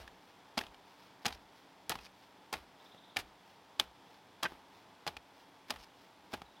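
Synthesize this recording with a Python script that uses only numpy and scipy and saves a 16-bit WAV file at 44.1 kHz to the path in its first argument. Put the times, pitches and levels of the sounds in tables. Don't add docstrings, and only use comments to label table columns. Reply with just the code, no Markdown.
import sys
import numpy as np
from scipy import signal
from scipy.fft import rfft, irfft
from scipy.io import wavfile
from scipy.ndimage import uniform_filter1d

SR = 44100
rng = np.random.default_rng(int(sys.argv[2]) if len(sys.argv) > 2 else 0)


def master(y):
    cut = np.clip(np.atleast_2d(y).T, -1, 1)
    pcm = np.round(cut * 32767)
    wavfile.write(sys.argv[1], SR, pcm.astype(np.int16))


N = 291060
TIME = np.arange(N) / SR


def from_db(db):
    return 10 ** (np.asarray(db) / 20)


def rms_one(x):
    return x / np.sqrt(np.mean(x ** 2) + 1e-20)


def bins(size):
    return np.maximum(np.arange(size // 2 + 1) * SR / size, 1)


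def at_hz(points, hz):
    freq, db = np.transpose(points)
    return np.interp(np.log(hz), np.log(freq), db)


def humps(rows, hz):
    return sum(db / (1 + (np.log(hz / centre) / width) ** 2) for centre, width, db in rows)


def colour(x, db):
    cepstrum = irfft(np.log(from_db(db)))
    cepstrum[1:len(x) // 2] *= 2
    cepstrum[len(x) // 2 + 1:] = 0
    return irfft(rfft(x) * np.exp(rfft(cepstrum)))


def drift(rate_hz):
    knots = rng.standard_normal(4000)
    return np.interp(TIME * rate_hz, np.arange(len(knots)), knots)


def bump(s, width_s, db):
    return from_db(db) * np.exp(-((TIME - s) / width_s) ** 2)


def grains(per_s, spread_db, size=N):
    born = rng.random(size) < per_s / SR
    strength = from_db(spread_db * np.minimum(rng.exponential(1, size), 4))
    return rms_one(born * strength * rng.choice([-1, 1], size))


def choked_ring(t, hz, db, t60, rise_s=0.0021):
    return from_db(db - 60 * t / t60) * (1 - np.exp(-t / rise_s)) * np.sin(2 * np.pi * hz * t)


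# (frequency [Hz], gain [dB])
HISS_CURVE = [(100, -18.5), (3000, -3), (8000, 8), (14000, 4), (16000, -15)]

def high_hiss(level_db=-82):
    shape = at_hz(HISS_CURVE, bins(N))
    return from_db(level_db) * np.array([rms_one(colour(rng.standard_normal(N), shape)) for _ in "LR"])


# (frequency [Hz], gain [dB])
HUSH_CURVE = [(18, -52), (30, -24.5), (103, -6.5), (153, -7.5), (189, 0.5), (221, -8.5), (287, -6),
              (486, -5), (526, -6.5), (844, -2), (1190, -8.5), (3490, -17.5), (7870, -30), (14800, -42),
              (16000, -43)]
# (centre [Hz], width [ratio], gain [dB])
HUSH_PEAKS = [(277.3, 0.09, 7), (907, 0.087, 3.5), (3390, 0.059, 5.5)]

def hush(level_db=-61.5, waver_db=0.5):
    hz = bins(N)
    air = rms_one(colour(rng.standard_normal(N), at_hz(HUSH_CURVE, hz) + humps(HUSH_PEAKS, hz)))
    return air * from_db(level_db + waver_db * drift(7.4))


def echoes(x, t60, dull_hz):
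    t = TIME[:SR]
    tail = rng.standard_normal(SR) * from_db(-60 * t / t60) * (1 - np.exp(-t / 0.0037))
    tail = signal.sosfilt(signal.butter(1, dull_hz, fs=SR, output="sos"), tail)
    return signal.fftconvolve(x, tail / np.sqrt(np.sum(tail ** 2)))[:N]


# (time [s], start pitch [Hz], end pitch [Hz], level [dB])
BIRD_NOTES = [(6.455, 4050, 3730, -64), (6.515, 4000, 3730, -69), (6.565, 3250, 3650, -61.5)]

def bird(trill_at_s=2.797, step_s=0.0593, trill_hz=(3000, 4110), chirp_s=0.0213, note_s=0.026):
    trill = [(trill_at_s + k * step_s, *trill_hz, -57 - 3 * place ** 2, chirp_s)
             for k, place in enumerate(np.linspace(-1, 1, 6))]
    notes = [(*note, note_s) for note in BIRD_NOTES]
    out = 0
    for s, start_hz, end_hz, db, length in trill + notes:
        progress = np.clip((TIME - s) / length, 0, 1)
        pitch = end_hz + (start_hz - end_hz) * (1 - progress) ** 2
        accent = 0.67 + 0.5 * np.exp(-((progress - 0.27) / 0.12) ** 2)
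        swell = np.sin(np.pi * progress ** 0.57) * accent
        out += from_db(db) * swell * np.sin(2 * np.pi * np.cumsum(pitch) / SR)
    return out


# (frequency [Hz], gain [dB])
CRUMB_CURVE = [(200, -10), (1000, 5.5), (2500, 2.5), (5200, 1.5), (7500, -15.5), (12000, -13),
               (16000, -12.5)]
# (time [s], level [dB])
LOW_SWINGS = [(1.232, -63), (5.697, -53.5), (6.328, -53)]

def spills(lift_after_s=0.33, trickle_db=-68):
    lifts = sum(bump(s + lift_after_s, width_s=0.049, db=-69.5) for s, *_ in HOE_STROKES)
    swings = sum(bump(s, width_s=0.013, db=db) for s, db in LOW_SWINGS)
    foot = bump(1.03, width_s=0.055, db=-65.5)
    flow = lifts + swings + foot + from_db(trickle_db)
    return colour(flow * grains(per_s=1800, spread_db=1), at_hz(CRUMB_CURVE, bins(N)))


def ground(start_hz=112, end_hz=50, glide_s=0.0515, rumble=0.87):
    out = 0
    for s, *_, thud_db, _, _ in HOE_STROKES:
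        t = np.maximum(TIME - s, 0)
        turns = end_hz * t + (start_hz - end_hz) * glide_s * (1 - np.exp(-t / glide_s))
        thud = from_db(thud_db) * np.exp(-t / 0.065)
        slow_wave = bump(s + 0.094, width_s=0.029, db=-65)
        blur = rumble * np.minimum(t / 0.0056, 1) * drift(170)
        out += (thud + slow_wave) * (blur - np.sin(2 * np.pi * turns))
    return signal.sosfilt(signal.butter(2, 36, "high", fs=SR, output="sos"), out)


# (frequency [Hz], gain [dB])
SETTLING_CURVE = [(60, -0.5), (200, 10), (800, 13), (1600, 6.5), (3300, 5.5), (5200, -2), (7500, -12.5),
                  (12000, -8.5), (16000, -16)]

def settling(rise_s=0.0028):
    flow = 0
    for s, *_, level_db, decay_s in HOE_STROKES:
        t = np.maximum(TIME - s, 0)
        flow += from_db(level_db) * np.minimum(t / rise_s, 1) * np.exp(-t / decay_s)
    grit = 0.93 * grains(per_s=5000, spread_db=4.5)
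    crumbs = 0.56 * grains(per_s=220, spread_db=4)
    return colour(flow * (grit + crumbs), at_hz(SETTLING_CURVE, bins(N)))


# (start [s], end [s], level [dB])
PULLS = [(-.04, 0.028, -54.5), (1.318, 1.35, -50.5), (1.991, 2.066, -50.5), (5.78, 5.841, -49.5)]
# (frequency [Hz], gain [dB])
SCRAPE_CURVE = [(300, -18), (1700, -2), (2400, -1), (3600, -4.5), (5300, 1.5), (7000, -15), (12000, -17),
                (16000, -25)]

def scrapes(release_s=0.0078, catch_db=2.9):
    rub = sum(from_db(db) * np.interp(TIME, [start, end, end + release_s], [0, 1, 0]) ** 0.5
              for start, end, db in PULLS)
    catching = from_db(catch_db * drift(120))
    return colour(rub * catching * grains(per_s=1500, spread_db=2), at_hz(SCRAPE_CURVE, bins(N)))


# (time [s], entry lead [s],
#   entry level [dB], bite length [s], bite level [dB], bass weight [dB], treble grit [dB],
#   clod ring [Hz], ring gain [dB], ground thud [dB], settling level [dB], settling decay [s])
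HOE_STROKES = [(-.055, .004, -39, .004, -28, 0, 0, 1500, 6, -49.5, -47.5, 0.054),
               (.5764, .0034, -37.5, 0.0049, -25, 1.5, -0.5, 4830, 6, -52.5, -43.5, 0.039),
               (1.2548, 0.0064, -40, 0.006, -20.5, -9.5, -5, 516, 15, -50.5, -44.5, 0.04),
               (1.8952, 0, -43, 0.0011, -33.5, -6, 26.5, 940, 5, -52, -43.5, 0.043),
               (2.528, 0.0021, -44, .0023, -35.5, 10.5, 15.5, 1160, 11.5, -56, -44, 0.035),
               (3.168, 0.0063, -37.5, 0.0026, -21, -13.5, -0.5, 2340, 10.5, -56, -43, 0.025),
               (3.7974, 0.0047, -40.5, 0.002, -23, -2, 11.5, 3470, 14, -64, -40, 0.019),
               (4.431, .004, -35.5, 0.0028, -27, 0, 8.5, 845, 10.5, -61, -50.5, 0.066),
               (5.075, .0095, -34, 0.0046, -27.5, -2.5, -1.5, 4500, 4.5, -59.5, -46, 0.023),
               (5.7049, 0.0078, -41.5, 0.0029, -24, -8.5, 2.5, 580, 14, -59, -49, 0.043),
               (6.3358, 0.0052, -42, 0.0056, -36, 15, 3.5, 1660, 5, -57, -49, 0.029)]
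# (time [s], length [s], level [dB], bass weight [dB], treble grit [dB], ring [Hz])
DEEP_SPLITS = [(.589, 0.00089, -27, -1, 2.5, 2960), (1.263, 0.0018, -25, 5.5, 6.5, 6200),
               (1.2807, 0.004, -32, -14, 1, 930), (1.8986, 0.0097, -36, 5.5, 8, 1820),
               (1.9165, 0.0058, -28.5, -2.5, -6, 880), (2.5363, 0.0059, -32.5, 1, 3, 2110),
               (3.186, 0.016, -41, -0.5, 9.5, 1960), (4.438, 0.0083, -33.5, 5.5, 2, 1130),
               (4.451, 0.0096, -23.5, -4.5, -24.5, 1820)]
# (time [s], level [dB], ring [Hz])
LOOSE_CLODS = [(.077, -43.5, 1690), (.611, -35, 1850), (.637, -44, 2810), (0.666, -46.5, 3300),
               (.744, -50, 2690), (1.306, -43, 1790), (1.325, -38, 4180), (1.9538, -35.5, 1090),
               (1.988, -45, 2500), (2.064, -48, 2400), (2.946, -55, 554), (4.52, -52.5, 340),
               (5.1671, -36.5, 2520), (5.76, -43, 1770), (6.418, -42, 873)]

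def contacts():
    for s, lead, entry_db, length, db, weight_db, grit_db, ring_hz, ring_db, *_ in HOE_STROKES:
        yield s - lead, 0.0019 + 0.45 * lead, entry_db, 9.5, -0.5, ring_hz, 0
        yield s, length, db, weight_db, grit_db, ring_hz, ring_db
        yield s + 0.006, 0.0089, -41.5, 7, -11, ring_hz, 0
    for split in DEEP_SPLITS:
        yield *split, 9
    for s, db, ring_hz in LOOSE_CLODS:
        weight_db = 7.5 * np.log2(2040 / ring_hz)
        yield s, 0.0027, db, weight_db, -3.5, ring_hz, 9.5


# (time [s], pitch [Hz], level [dB], t60 [s])
STONES_AND_ROOTS = [(.576, 252, -22, .025), (3.17, 1756, -23.5, .02), (4.432, 3280, -17, 0.013),
                    (4.459, 1550, -20, 0.028), (5.705, 4920, -16.5, 0.011)]

def knocks(weight_share=0.55):
    force = np.zeros(N)
    for s, _, db, weight_db, *_ in contacts():
        if s > 0:
            force[round(s * SR)] += from_db(db + weight_share * weight_db)
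    hoe_ring = choked_ring(TIME[:SR // 2], hz=831, db=-6, t60=0.032)
    buried = sum(choked_ring(np.clip(TIME - s, 0, 0.2), hz, db, t60)
                 for s, hz, db, t60 in STONES_AND_ROOTS)
    return signal.fftconvolve(force, hoe_ring)[:N] + buried


# (frequency [Hz], gain [dB])
SOIL_CURVE = [(50, -20), (200, 1.5), (500, -3.5), (800, 4), (1100, 0.5), (2000, -1.5), (3300, 0),
              (5000, -6), (7500, -14.5), (12000, -18), (16000, -27)]
# (centre [Hz], width [ratio], gain [dB])
HOE_RESONANCES = [(843, 0.13, 1.5), (944, 0.058, -3.5), (1230, 0.073, 3.5), (1673, 0.019, 3),
                  (2480, 0.017, 4.5), (4890, 0.041, 4)]

def bites(size=4096, snap=0.71, snap_s=0.00092):
    out, t, hz = np.zeros(N + 2 * size), np.arange(size) / SR, bins(size)
    body = at_hz(SOIL_CURVE, hz) + humps(HOE_RESONANCES, hz)
    for s, length, level_db, weight_db, grit_db, ring_hz, ring_db in contacts():
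        rise_s, decay_s = 0.18 * length, 0.0019 + 0.35 * length
        force = np.minimum(t / rise_s, 1) * np.exp(-np.maximum(t - length, 0) / decay_s)
        force *= 0.9 + snap * np.exp(-((t - rise_s) / snap_s) ** 2)
        burst = force * grains(per_s=14000, spread_db=3.5, size=size)
        band_power = uniform_filter1d(np.abs(rfft(burst)) ** 2, size=90)
        burst = colour(burst, 10 * np.log10(np.sum(force ** 2) / (band_power + 1e-12)))
        shelves = weight_db / (1 + (hz / 1000) ** 2) + grit_db / (1 + (5000 / hz) ** 2)
        ring = humps([(ring_hz, 0.13, ring_db)], hz)
        at = size + round(s * SR)
        out[at:at + size] += colour(burst, body + shelves + ring + level_db)
    return out[size:size + N]


def scene():
    hoe = bites() + knocks() + settling() + scrapes()
    song = bird()
    hoe_echo = from_db(-31) * echoes(hoe, t60=0.39, dull_hz=1510)
    song_echo = from_db(-4) * echoes(song, t60=1.0, dull_hz=7000)
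    return hoe + hoe_echo + song + song_echo + ground() + spills() + hush() + high_hiss()


def record(dry, cutoff_hz=16100):
    return signal.sosfilt(signal.ellip(10, 0.1, 80, cutoff_hz, fs=SR, output="sos"), dry)


dry = scene()
out = record(dry)
master(out)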